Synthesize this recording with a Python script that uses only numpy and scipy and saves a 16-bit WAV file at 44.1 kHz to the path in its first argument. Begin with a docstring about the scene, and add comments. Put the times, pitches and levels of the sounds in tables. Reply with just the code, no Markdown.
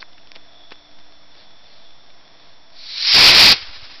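"""A small firework rocket lifts off close to a pocket camera on a quiet hillside at night.
Its turbulent gas jet hisses up through the motor's resonances, roars and overloads the microphone
for a third of a second; the hiss then thins with distance and stirred air puffs on the microphone.
Beforehand, handling clicks knock the camera's case and the fuse fizzes in soft spurts.
Faint night air, a drone, a trill, a hum and the camera's whine lie underneath."""
import sys
import numpy as np
from scipy import signal
from scipy.fft import rfft, irfft
from scipy.io import wavfile

SR = 44100
rng = np.random.default_rng(int(sys.argv[2]) if len(sys.argv) > 2 else 0)


def digitize_waveform(pressure):
    """Quantize a signal to 16-bit integers and store it at the path in sys.argv[1].

    Rows of a 2-D input are taken as channels; values are limited to [-1, 1].
    """
    field = np.atleast_2d(pressure).T
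    bounded = np.clip(field, -1, 1)
    quanta = np.round(bounded * 32767).astype(np.int16)
    wavfile.write(sys.argv[1], SR, quanta)


N = 176400
LIFT_OFF_S = 3.524
MIC_TOP_HZ, MIC_ORDER = 5433, 14.6


def motor():
    """Jet noise: turbulent exhaust swells, gains a low roar at full flame and drops away at lift-off."""
    # Envelope of the jet's hiss at the microphone (time [s], level [dB])
    swell = [(2.71, -60), (2.77, -44.5), (2.85, -36.5), (2.94, -30), (3.03, -21.5), (3.09, -14.5),
             (3.125, -10), (3.2, -8), (3.28, -5), (3.335, -9), (3.385, -7), (3.46, -6.5), (3.525, -8.5)]
    # Spectrum of the hiss (frequency [Hz], relative level [dB])
    hiss_spectrum = [(100, -35), (500, -33.5), (1000, -21.5), (1600, -14), (2350, -12), (3100, -8),
                     (4000, -1), (4800, -5.5), (5500, -1.5), (7000, -18)]
    # Spectrum of the full flame's roar (frequency [Hz], relative level [dB])
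    roar_spectrum = [(25, -6), (80, -6.5), (250, -5.5), (500, -7), (900, -4.5), (1600, -6.5), (2500, 3),
                     (3200, -2.5), (6000, -27)]
    roar_db, roar_from_s, roar_rise_s = -6, 3.13, 0.035
    sputter_db, leave_db_per_s = 0.76, 744
    t = seconds()
    tube = band(hz=2360, width_hz=350)  # the motor's lower resonance
    hiss = colour(gas(), hiss_spectrum) + undb(-0.5) * nozzle() + undb(-12.5) * tube
    flame = np.clip((t - roar_from_s) / roar_rise_s, 0, 1)
    roar = flame * undb(roar_db) * colour(gas(), roar_spectrum)
    leaving_db = leave_db_per_s * np.maximum(t - LIFT_OFF_S, 0)
    return (unit(hiss) + roar) * curve(swell) * undb(sputter_db * walk(210) - leaving_db)


def nozzle():
    """Resonance: gas rings in the nozzle, and the pitch rises as the pressure builds."""
    # Centre of the jet's main resonance (time [s], frequency [Hz])
    centre = [(2.749, 4410), (2.949, 4252), (3.05, 4441), (3.11, 4966), (3.2, 4704), (3.3, 4598),
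              (3.52, 4666)]
    width_hz = 1010
    phase = 2 * np.pi * np.cumsum(np.interp(seconds(), *np.array(centre).T)) / SR
    ringing = walk(width_hz / 2) * np.cos(phase) + walk(width_hz / 2) * np.sin(phase)
    return unit(shape(ringing, mic_band))


def gas():
    """Combustion noise: a turbulent rush plus the shot noise of burning grains."""
    pops_per_s = 900
    pops = (rng.random(N) < pops_per_s / SR) * np.sign(noise())
    strength_db = np.minimum(rng.exponential(size=N), 5)
    return noise() + undb(-3) * unit(pops * undb(strength_db))


def flight():
    """Geometric spreading: the climbing rocket's hiss weakens as a power of its distance."""
    # Spectrum of the rocket in flight (frequency [Hz], relative level [dB])
    spectrum = [(100, -18), (400, -15), (800, -9), (1500, -5), (2400, -2), (3400, -2), (4400, 1),
                (5200, 0.5), (7000, -15)]
    level_db, onset_s, doubling_s, exponent = -22.5, 0.016, 0.025, 0.82
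    age = seconds() - LIFT_OFF_S
    onset = np.clip(1 + age / onset_s, 0, 1)
    relative_distance = 1 + np.maximum(age, 0) / doubling_s
    return colour(gas(), spectrum) * onset / relative_distance ** exponent * undb(level_db + 1.3 * walk(22))


def wake():
    """Wind noise: stirred air rumbles, and each puff pushes the microphone once in and once out."""
    # Puffs of air on the microphone (time [s], peak level [dB], length [s])
    puffs = [(3.631, -48, 0.012), (3.695, -38, 0.016), (3.777, -49, 0.012), (3.831, -41, 0.009)]
    rumble_db, fade_s = -54, 0.45
    age = seconds() - LIFT_OFF_S
    out = undb(rumble_db) * walk(85) * (age > 0) * np.exp(-abs(age) / fade_s)
    for at, db, length in puffs:
        u = 4 * (seconds() - at) / length
        out -= undb(db) * u * np.exp((1 - u ** 2) / 2)  # slope of a Gaussian
    return out


def clicks():
    """Impact excitation: each handling click snaps and rattles over a dull knock of the case."""
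    # Handling clicks (time [s], peak level [dB], low edge [Hz], high edge [Hz], relative rattle [dB])
    impacts = [(.0098, -28, 3140, 5500, -11), (0.0214, -23.5, 1100, 5540, -22),
               (0.0273, -18.5, 910, 2230, -26), (.132, -38, 3000, 5500, -22), (0.182, -39, 1280, 2980, -14),
               (.273, -31, 2500, 6000, -30), (.318, -20, 2140, 4900, -50), (0.3545, -32, 1500, 5000, -19),
               (.3601, -20, 1510, 4750, -28), (0.3644, -39.5, 250, 690, -23.5),
               (.3654, -32, 1700, 3300, -23), (.7083, -27, 1440, 6000, -34), (0.72, -23.5, 350, 1170, -35),
               (0.7227, -26.5, 1210, 4130, -14), (2.103, -36, 1700, 4010, -22)]
    snap_db, snap_s, rattle_s = -12.5, 0.00057, 0.005
    case_db, case_hz = -17.5, 564
    ticks_per_s, ticks_db = 20, -65
    out = np.zeros(N)
    offsets = np.arange(-400, 900)  # samples around the impact
    lag = offsets / SR
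    for at, db, low_hz, high_hz, rattle_db in impacts:
        snap = undb(snap_db) * (lag > 0) * np.exp(-abs(lag) / snap_s)
        rattle = undb(rattle_db) * np.exp(-abs(lag) / rattle_s)
        force = (lag == 0) + (snap + rattle) * rng.standard_normal(len(lag))
        knock = undb(case_db) * passband(force, case_hz / 2, case_hz * 2)
        click = passband(force, low_hz, high_hz) + knock
        out[np.maximum(int(at * SR) + offsets, 0)] += undb(db) * click
    stray_ticks = (rng.random(N) < ticks_per_s / SR) * rng.uniform(-1.2, 1, N)
    return shape(out, mic_band) + undb(ticks_db) * unit(shape(stray_ticks, mic_band))


def fuse():
    """Unsteady combustion: the fuse fizzes in three soft spurts with Gaussian envelopes."""
    # Spurts of the fuse (time [s], Gaussian width [s], level [dB])
    spurts = [(1.4, 0.04, -49), (1.75, 0.092, -51), (2.436, 0.082, -54.5)]
    # Spectrum of the fizz (frequency [Hz], relative level [dB])
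    spectrum = [(200, -18), (550, 1.5), (1200, -8), (2000, -3.5), (3000, -4.5), (4400, 2), (5500, -8),
                (7000, -14)]
    envelope = sum(undb(db) * np.exp(-((seconds() - at) / width) ** 2 / 2) for at, width, db in spurts)
    return envelope * colour(gas(), spectrum)


def night():
    """Superposition: broadband air, a narrowband drone and trill, and pure tones of whine and hum."""
    # Spectrum of the night air (frequency [Hz], relative level [dB])
    air_spectrum = [(25, 2), (60, 2.5), (130, 0), (250, 0), (450, -2.5), (900, 1.5), (1400, -2.5),
                    (2000, -2), (2700, -7.5), (3800, -8.5), (4600, -11), (5150, -10.5), (5550, -26),
                    (7000, -14)]
    # Low drone (frequency [Hz], bandwidth [Hz], level [dB], waver [dB])
    drone_bands = [(676, 100, -61, -1.9)]
    # Envelope of the thin high trill (time [s], level [dB])
    trill_levels = [(0, -59.5), (.45, -56.5), (.55, -51), (.74, -52), (.9, -56.5), (1.25, -58.5),
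                    (1.4, -54.5), (1.62, -56), (1.88, -54), (2.12, -57.5), (2.42, -55.5), (2.65, -58)]
    # The camera's steady whine (frequency [Hz], level [dB])
    whine_tones = [(5356, -61), (5669, -68)]
    # Envelope of the hum (time [s], level [dB])
    hum_levels = [(0, -68.5), (.8, -63.5), (1.2, -64), (1.7, -73.5), (4, -66)]
    air = colour(gas(), air_spectrum) * undb(-55 + 0.5 * walk(2.2))
    drone = sum(band(hz, width) * undb(db + waver * walk(6)) for hz, width, db, waver in drone_bands)
    trill = band(hz=3473, width_hz=187) * curve(trill_levels)
    whine = sum(undb(db) * tone(hz) for hz, db in whine_tones)
    hum = tone(hz=295) * curve(hum_levels)
    return air + drone + trill + whine + hum


def undb(db):
    """Decibels to amplitude ratio."""
    return 10 ** (np.asarray(db) / 20)


def unit(x):
    """Normalisation to rms 1."""
    return x / np.sqrt(np.mean(x ** 2))


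def seconds():
    """Time of every sample."""
    return np.arange(N) / SR


def curve(points):
    """Amplitude envelope through (time [s], level [dB]) points."""
    return undb(np.interp(seconds(), *np.array(points).T))


def shape(x, gain):
    """Zero-phase filtering by a gain that is a function of frequency."""
    return irfft(rfft(x, 2 * len(x)) * gain(np.linspace(1e-6, SR / 2, len(x) + 1)))[:len(x)]


def colour(x, points):
    """Spectral shaping by (frequency [Hz], level [dB]) points within the camera's band, at rms 1."""
    hz, db = np.array(points).T
    return unit(shape(x, lambda f: mic_band(f) * undb(np.interp(np.log(f), np.log(hz), db))))


def passband(x, low_hz, high_hz):
    """Causal band-pass filtering, scaled to peak 1."""
    y = signal.sosfilt(signal.butter(2, [low_hz, high_hz], "band", fs=SR, output="sos"), x)
    return y / abs(y).max()


def noise():
    """White Gaussian noise."""
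    return rng.standard_normal(N)


def walk(cutoff_hz):
    """Random fluctuation: low-passed noise of rms 1."""
    return unit(shape(noise(), lambda f: 1 / (1 + (f / cutoff_hz) ** 4)))


def band(hz, width_hz):
    """Narrowband noise: one steep resonance under random excitation, at rms 1."""
    return unit(shape(noise(), lambda f: mic_band(f) / (1 + 2 * ((f - hz) / width_hz) ** 2)))


def tone(hz):
    """Simple harmonic motion at rms 1."""
    return np.sqrt(2) * np.sin(2 * np.pi * hz * seconds())


def mic_band(f):
    """Band limiting: two steep low-passes in cascade form the camera's narrow audio band."""
    first = 1 / np.sqrt(1 + (f / MIC_TOP_HZ) ** (2 * MIC_ORDER))
    return first / np.sqrt(1 + (f / (1.09 * MIC_TOP_HZ)) ** (4 * MIC_ORDER))


def overload(x):
    """Saturation: linear for small signals, then bending quickly into the ceiling."""
    linear_limit, ceiling = 0.53, 0.72
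    headroom = ceiling - linear_limit
    clean = np.clip(x, -linear_limit, linear_limit)
    return clean + headroom * np.tanh((x - clean) / headroom)


def scene():
    """Linear superposition of all sources at one microphone."""
    return (motor() + flight() + wake() + clicks() + fuse() + night())[None]


def record(dry):
    """Nonlinear distortion: the input stage flattens peaks, adding rasp above its band; the top is cut."""
    rasp_db, rasp_span_hz, top_hz = -5.5, 6000, 15650
    baseline = 0.012 + undb(-46.5) * walk(4.3)  # the input stage rests off zero and drifts slowly
    oversampled = signal.resample_poly(dry, 4, 1, axis=1)  # limits aliasing
    clipped = signal.resample_poly(overload(oversampled), 1, 4, axis=1)
    softened = shape(clipped[0], lambda f: undb(rasp_db * np.clip((f - MIC_TOP_HZ) / rasp_span_hz, 0, 1)))
    low_pass = signal.ellip(8, 0.05, 60, top_hz, fs=SR, output="sos")
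    return signal.sosfiltfilt(low_pass, softened + baseline)[None]


dry = scene()
out = record(dry)
digitize_waveform(out)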